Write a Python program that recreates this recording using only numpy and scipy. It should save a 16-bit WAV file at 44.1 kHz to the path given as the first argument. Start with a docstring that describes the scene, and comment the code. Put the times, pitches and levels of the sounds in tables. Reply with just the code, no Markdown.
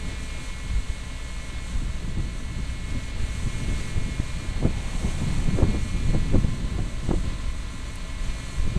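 """A combine harvester runs in a stubble field. From the start its six-cylinder diesel drones and
clatters, its hydraulic pump whines, its gears sing, and its fan and threshing gear rush.
The wind bends the sound on its way over the field and buffets the microphone in low surges.
From about 4 s the wind rises: eddies thump, a gust hisses through the stalks, a thin whistle swells.
After 7 s the wind drops, a tiny tick sounds near 8 s, and the whistle and the wind swell once more."""
import sys
import numpy as np
from scipy.fft import rfft, irfft, next_fast_len
from scipy.io import wavfile
from scipy.ndimage import uniform_filter1d, map_coordinates

SR = 44100
rng = np.random.default_rng(int(sys.argv[2]) if len(sys.argv) > 2 else 0)


def file_out(sig):
    """Save sig as 16-bit WAV at sys.argv[1]."""
    # one column per channel
    cols = np.atleast_2d(sig).T
    # limit, then scale
    lim = np.clip(cols, -1, 1)
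    pcm = np.round(lim * 32767).astype(np.int16)
    wavfile.write(sys.argv[1], SR, pcm)


N = 387198

# Levels in the tables are relative: the functions add their own gains.
# tones of the exhaust: (multiple of the firing rate, level [dB])
EXHAUST_TONES = [(1, -39.5), (2, -66), (3, -53.5)]
# how hard each cylinder knocks: (level [dB])
CYLINDER_KNOCKS = [5.5, -3.5, 1, 4, -1, 4]
# tone colour of a knock in the engine block: (frequency [Hz], level [dB])
KNOCK_SPECTRUM = [(200, -39), (550, 4), (760, -5), (1050, 3.5), (1600, -0.5), (2400, -1), (4200, -3),
                  (5200, -13), (8000, -12.5), (11000, -30)]
# overtones of the pump: (multiple of the pump rate, level [dB])
PUMP_OVERTONES = [(2, -9), (4, -11.5), (6, -15.5), (8, -8), (9, -4.5), (10, 1.5), (11, -2.5), (12, -9.5),
                  (13, -10.5), (14, -8), (15, -26), (16, -13.5), (17, -17)]
# how the pump's whine swells and fades: (time [s], tenth overtone [dB], eleventh overtone [dB])
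PUMP_LEVELS = [(0, -52, -54), (.33, -52.5, -52), (.88, -54, -59.5), (1.62, -53, -57), (1.88, -58.5, -61),
               (2.45, -56.5, -61), (2.98, -53, -56), (3.17, -54.5, -55), (3.85, -49, -52.5),
               (4.12, -51.5, -51.5), (4.35, -57, -53.5), (4.8, -55, -55.5), (5.7, -53.5, -50.5),
               (6.28, -54.5, -54), (6.55, -58, -62), (7.1, -59.5, -61), (8.1, -56.5, -58.5),
               (8.45, -55.5, -53.5), (8.78, -58, -56)]
# tones of the gears and belts: (frequency [Hz], level [dB])
GEAR_TONES = [(264, -56), (331, -63), (578, -70), (651, -62.5), (990, -63.5), (1039, -59), (1080, -67),
              (1229, -71), (1379, -65.5), (1999, -61.5), (2548, -69.5), (3727, -77)]
# a cover that the gears keep ringing: (frequency [Hz], level [dB])
COVER_SPECTRUM = [(300, -80), (900, -19), (1000, -8), (1040, -4), (1090, -8), (1200, -11), (4000, -100)]
# swells of the thin whistle: (time [s], level [dB])
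WHISTLE_SWELLS = [(4.5, -10), (5.95, 2.5), (8.5, 3)]
# roar of the fan and threshing gear: (frequency [Hz], level [dB])
ROAR_SPECTRUM = [(30, 4.5), (130, 12), (270, 2), (380, -3.5), (600, 6), (760, -2.5), (1050, -1),
                 (1600, -0.5), (2200, -0.5), (2900, -1.5), (4250, 0), (4800, -6), (5400, -12), (8000, -33)]
# their high hiss: (frequency [Hz], level [dB])
HISS_SPECTRUM = [(3000, -42), (5200, -8), (6200, 1.5), (7000, -0.5), (8200, 1.5), (9200, -4),
                 (10500, -12.5), (12000, -19.5), (14300, -27)]
# how well the air carries the machine over the field: (time [s], gain [dB])
AIR_CARRY = [(0, 0.5), (.42, .8), (.9, -.8), (1.55, 0), (1.85, -1.4), (2.62, -1.9), (2.93, -0.3), (3.78, 2),
             (4.1, .5), (4.45, .8), (4.67, -1), (4.98, 2.5), (5.33, 2), (5.5, .9), (6.2, .3), (6.8, -1.2),
             (7.3, -0.2), (7.75, -1.9), (8.4, .7), (8.78, -.8)]
# strength of the wind at the microphone: (time [s], level [dB])
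WIND_LEVELS = [(0, -34), (.25, -38.5), (1.2, -40.5), (1.65, -39), (2.1, -33.5), (2.42, -36), (2.65, -35.5),
               (3.1, -37.5), (3.7, -32.5), (4.35, -35.5), (4.92, -32.5), (5.55, -27), (5.92, -33),
               (6.2, -27), (7.0, -35), (7.45, -38.5), (8.5, -38), (8.78, -32.5)]
# short gusts on the microphone: (time [s], rumble [dB], turbulence [dB])
WIND_SURGES = [(.76, -22.5, -42), (1.79, -28, -37.5), (2.2, -28.5, -30.5), (2.95, -35, -37),
               (3.2, -26.5, -40), (3.45, -29, -33), (3.72, -28, -29), (4.0, -24, -35), (4.65, -27, -26),
               (5.06, -29, -31), (5.42, -22, -37), (5.68, -29, -26.5), (6.13, -26, -26), (6.37, -21.5, -28),
               (6.8, -30, -31), (7.13, -22, -30), (7.27, -29, -34.5), (7.48, -26, -41), (8.27, -25, -42),
               (8.64, -20.5, -38)]
# deep rumble of the wind: (frequency [Hz], level [dB])
RUMBLE_SPECTRUM = [(3, -14), (10, 2), (28, 1), (48, -5), (75, -14), (120, -23), (200, -38), (1000, -120)]
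# turbulence, the churning of the air: (frequency [Hz], level [dB])
TURBULENCE_SPECTRUM = [(40, -7), (75, 0), (105, 1.5), (155, -3), (250, -9), (380, -18.5), (700, -32),
                       (1400, -40), (8000, -120)]
# eddies, small whirls of air that hit the microphone:
# (time [s], pulse [dB], pulse half-width [s], flutter [dB], flutter half-length [s])
EDDY_HITS = [(.902, -17.5, .003, -46, .01), (1.775, -16, .0049, -50, .008),
             (3.98, -12.5, 0.0028, -40, 0.016), (4.2003, -11.5, 0.0014, -34, .006),
             (4.628, -15, 0.00049, -42, .004), (4.655, -9.5, 0.00088, -25.5, .021),
             (5.05, -12, .0012, -33.5, 0.034), (5.589, -13, .00054, -26.5, 0.024),
             (5.632, -7, 0.0018, -21, 0.017), (5.749, -20, 0.00055, -30.5, 0.024),
             (6.152, -10, 0.0014, -25.5, 0.018), (6.346, -9, 0.001, -26, 0.018),
             (6.358, -7.5, .0017, -22.5, .007), (6.448, -10.5, .0013, -34.5, 0.011),
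             (6.792, -14, 0.0012, -26.5, .009), (7.092, -14.5, .0006, -31, .005),
             (7.114, -11.5, .00038, -18, 0.0064), (7.14, -22, .0016, -27.5, 0.013),
             (8.678, -17, 0.001, -42, .01), (8.766, -10.5, .0015, -34.5, 0.014)]
# flutter around an eddy: (frequency [Hz], level [dB])
FLUTTER_SPECTRUM = [(50, -16.5), (150, -2.5), (330, -0.5), (600, -9.5), (1000, -21), (1600, -27.5),
                    (3000, -60), (12000, -120)]
# air hissing through cut stalks: (frequency [Hz], level [dB])
STUBBLE_SPECTRUM = [(100, -50), (400, -7), (850, 1), (1300, -16), (2500, -7.5), (12000, -80)]

FIRING_HZ, PUMP_HZ, WHISTLE_HZ, TOP_HZ = 60, 217.5, 4275, 14450
MACHINE_DB, HISS_DB = -48.5, -50.5  # base levels: one for knock and roar, one for hiss
BREEZE_DB, RUMBLE_DB = -36, -31  # the wind's usual strength, and its rumble at that strength


def diesel(clock, exhaust_db, knock_db, knock_decay_s, repeat):
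    """The exhaust drones, and each firing of a cylinder knocks once in the engine block."""
    firings = clock * FIRING_HZ
    drone = sum(amp(db) * unit(np.sin(2 * np.pi * (k * firings + rng.random())))
                for k, db in EXHAUST_TONES)
    cylinder = firings.astype(int) % len(CYLINDER_KNOCKS)
    knocks = amp(CYLINDER_KNOCKS)[cylinder] * np.exp(-(firings % 1) / FIRING_HZ / knock_decay_s)
    clatter = coloured(knocks * engine_noise(clock, repeat), KNOCK_SPECTRUM)
    carry_db, = curves(AIR_CARRY)
    return amp(exhaust_db) * drone + amp(MACHINE_DB + carry_db + knock_db) * clatter


def engine_clock(drift):
    """The engine's own time in seconds: all its shafts speed up and slow down together."""
    return np.cumsum(1 + drift * wobble(3)) / SR


def engine_noise(clock, repeat):
    """White noise of which a share (repeat, 0 to 1) comes back alike in every engine cycle."""
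    cycle = round(SR * len(CYLINDER_KNOCKS) / FIRING_HZ)
    alike = rng.standard_normal(cycle)[(clock * SR).astype(int) % cycle]
    return np.sqrt(repeat) * alike + np.sqrt(1 - repeat) * rng.standard_normal(N)


def fan_and_thresher(clock, roar_gain_db):
    """Fan and threshing gear make a broad roar and a hiss that come and go with the air."""
    carry_db, = curves(AIR_CARRY)
    roar = coloured(engine_noise(clock, repeat=0.25), ROAR_SPECTRUM)
    roar = fine_ripple(roar, ripple_db=1.24, spacing_hz=24.77)
    hiss = coloured(engine_noise(clock, repeat=0.17), HISS_SPECTRUM)
    hiss = fine_ripple(hiss, ripple_db=1.2, spacing_hz=40.05)
    dip_db = -4 * np.exp(-((clock - 3.14) / 0.048) ** 2)  # the hiss dips briefly
    roar_db = MACHINE_DB + roar_gain_db + carry_db + 0.62 * wobble(14)
    hiss_db = HISS_DB + 1.35 * carry_db + dip_db + 0.85 * wobble(18)
    return amp(roar_db) * roar + amp(hiss_db) * hiss


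def fine_ripple(x, ripple_db, spacing_hz):
    """Makes many narrow pitches a little louder or softer, faintly colouring the noise."""
    bumps_db = ripple_db * rng.standard_normal(4000)
    bumps_hz = spacing_hz * np.arange(len(bumps_db))
    return unit(filtered(x, lambda hz: amp(np.interp(hz, bumps_hz, bumps_db))))


def hydraulic_pump(clock, tenth_gain_db, eleventh_gain_db, smear):
    """Each pump tooth gives one pressure pulse; the overtones fade differently on their way."""
    tenth_db, eleventh_db = curves(PUMP_LEVELS)
    common_db = (tenth_db + eleventh_db) / 2
    other_db = (common_db + common_db.mean()) / 2 + 3.5  # the other overtones swell half as far
    level_db = {10: tenth_db + tenth_gain_db, 11: eleventh_db + eleventh_gain_db}
    teeth = PUMP_HZ * clock + 0.0045 * wobble(40)
    whine = np.zeros(N)
    for k, db in PUMP_OVERTONES:
        # the pipes delay the overtones by differing amounts, least at the tenth and more the farther away,
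        # which spreads the pulse
        turns = k * teeth - smear * (k - 10) ** 2
        whine += amp(db + level_db.get(k, other_db)) * tone(turns, waver_db=1.3, rate=16)
    return whine


def gears(clock, whistle_db, cover_db):
    """Gears and belts sing roughly and shake their cover, with one thin whistle above them."""
    growth_db = -2 + .5 * clock  # slowly getting louder
    singing = sum(amp(db) * tone(hz * clock + rng.random() + 0.08 * wobble(40), waver_db=2.0, rate=22)
                  for hz, db in GEAR_TONES)
    whistle = tone(WHISTLE_HZ * clock + 0.13 * wobble(40), waver_db=3.5, rate=25)
    whistle_gain = amp(whistle_db) * (amp(-0.5) + swells(WHISTLE_SWELLS, half_length_s=.3))
    cover = amp(cover_db + 2 * growth_db) * noise(COVER_SPECTRUM)
    return amp(growth_db) * singing + cover + whistle_gain * whistle


def wind(turbulence_gain_db, lump_db, gusty_db, surge_half_s):
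    """Wind pushes on the microphone in slow swings, with lumpy turbulence in the gusts."""
    wind_db, = curves(WIND_LEVELS)
    surges = np.array(WIND_SURGES)
    rumble = noise(RUMBLE_SPECTRUM)
    # even out the noise so that the gust, more than chance, sets the size of the swings
    power = np.abs(uniform_filter1d(rumble ** 2, size=6000))
    rumble = unit(rumble / np.sqrt(power + .01))
    rumble_db = RUMBLE_DB + 0.79 * (wind_db - BREEZE_DB) + gusty_db * wobble(12)
    swing = np.hypot(amp(rumble_db), swells(surges[:, [0, 1]], surge_half_s))
    turbulence = unit(amp(lump_db * wobble(45)) * noise(TURBULENCE_SPECTRUM))
    # in the lulls the flow turns smooth and the turbulence dies away
    stirred = 1 / (1 + amp(-43.5 - wind_db) ** 2)
    churn = np.hypot(stirred * amp(wind_db), swells(surges[:, [0, 2]], surge_half_s))
    return swing * rumble + amp(turbulence_gain_db) * churn * turbulence


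def eddies(pulse_gain_db, flutter_gain_db):
    """Each whirl of air sucks at the microphone for a moment, inside a short flutter."""
    t = np.arange(N) / SR
    pulses, flutter = np.zeros(N), np.zeros(N)
    for at_s, pulse_db, width_s, flutter_db, length_s in EDDY_HITS:
        near = np.abs(t - at_s) < .1
        offset_s = t[near] - at_s
        pulses[near] -= amp(pulse_db) * (1 + (offset_s / width_s) ** 2 / 2) ** -2
        flutter[near] += amp(flutter_db) * np.exp(-np.abs(offset_s / length_s) ** 1.64)
    return amp(pulse_gain_db) * pulses + amp(flutter_gain_db) * flutter * noise(FLUTTER_SPECTRUM)


def stubble(gust_db, rest_db):
    """Air hisses softly through the cut stalks; one gust rises, holds and dies away."""
    times_s = np.cumsum([4.44, 0.26, .6, .6])  # start, then the lengths of rise, hold and fall
    gust = np.interp(np.arange(N) / SR, times_s, [0, 1, 1, 0])
    return (amp(rest_db) + amp(gust_db) * gust) * amp(wobble(20)) * noise(STUBBLE_SPECTRUM)


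def tick(at_s, db, hz, half_length_s):
    """One tiny bright tick close by."""
    offset_s = np.arange(N) / SR - at_s
    return swells([(at_s, db)], half_length_s) * np.sin(2 * np.pi * hz * offset_s)


def amp(db):
    """Turn decibels into a factor to multiply by."""
    return 10 ** (np.asarray(db) / 20)


def unit(x):
    """Scale a signal to an average strength (rms) of 1."""
    return x / np.sqrt(np.mean(x ** 2) + 1e-20)


def curves(rows):
    """Join a table's points with lines: one curve for each column after the time."""
    times_s, *columns = np.transpose(rows)
    return [np.interp(np.arange(N) / SR, times_s, column) for column in columns]


def swells(rows, half_length_s):
    """Bell-shaped rises and falls, one for each row of (time [s], level [dB])."""
    t = np.arange(N) / SR
    return sum(amp(db) * np.exp(-((t - at_s) / half_length_s) ** 2) for at_s, db in rows)


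def wobble(rate):
    """A smooth curve through random points, `rate` of them a second."""
    points = rng.standard_normal(int(N * rate / SR) + 4)
    return map_coordinates(points, [np.arange(N) * rate / SR], mode="nearest")


def tone(turns, waver_db, rate):
    """A pure tone of strength 1 whose level wavers in the moving air."""
    return unit(np.sin(2 * np.pi * turns) * amp(waver_db * wobble(rate)))


def filtered(x, response):
    """Multiply each frequency in x by the gain that response gives it."""
    size = next_fast_len(N + SR // 2)
    return irfft(rfft(x, size) * response(np.fft.rfftfreq(size, 1 / SR)), size)[:N]


def coloured(x, spectrum):
    """Give x the tone colour of a (frequency [Hz], level [dB]) table, at strength 1."""
    points_hz, db = np.transpose(spectrum)
    return unit(filtered(x, lambda hz: amp(np.interp(np.log(hz + 1e-3), np.log(points_hz), db))))


def noise(spectrum):
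    """Fresh noise of strength 1 with the given tone colour."""
    return coloured(rng.standard_normal(N), spectrum)


def scene():
    """The harvester across the stubble and the wind at the microphone."""
    clock = engine_clock(drift=.0005)
    machine = diesel(clock, exhaust_db=2.0, knock_db=-3, knock_decay_s=0.0092, repeat=0.69)
    machine += gears(clock, whistle_db=-63, cover_db=-61.5)
    machine += hydraulic_pump(clock, tenth_gain_db=1.5, eleventh_gain_db=2.0, smear=0.0746)
    machine += fan_and_thresher(clock, roar_gain_db=3.5)
    air = wind(turbulence_gain_db=0.8, lump_db=2.5, gusty_db=1.5, surge_half_s=0.07)
    air += stubble(gust_db=-49.5, rest_db=-64.5)
    air += eddies(pulse_gain_db=1.3, flutter_gain_db=-1.06)
    return (machine + air + tick(at_s=7.958, db=-27.0, hz=9500, half_length_s=.00016))[None]


def record(dry):
    """Cut away the highest treble, above TOP_HZ."""
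    return filtered(dry[0], lambda hz: hz < TOP_HZ)[None]


dry = scene()
out = record(dry)
file_out(out)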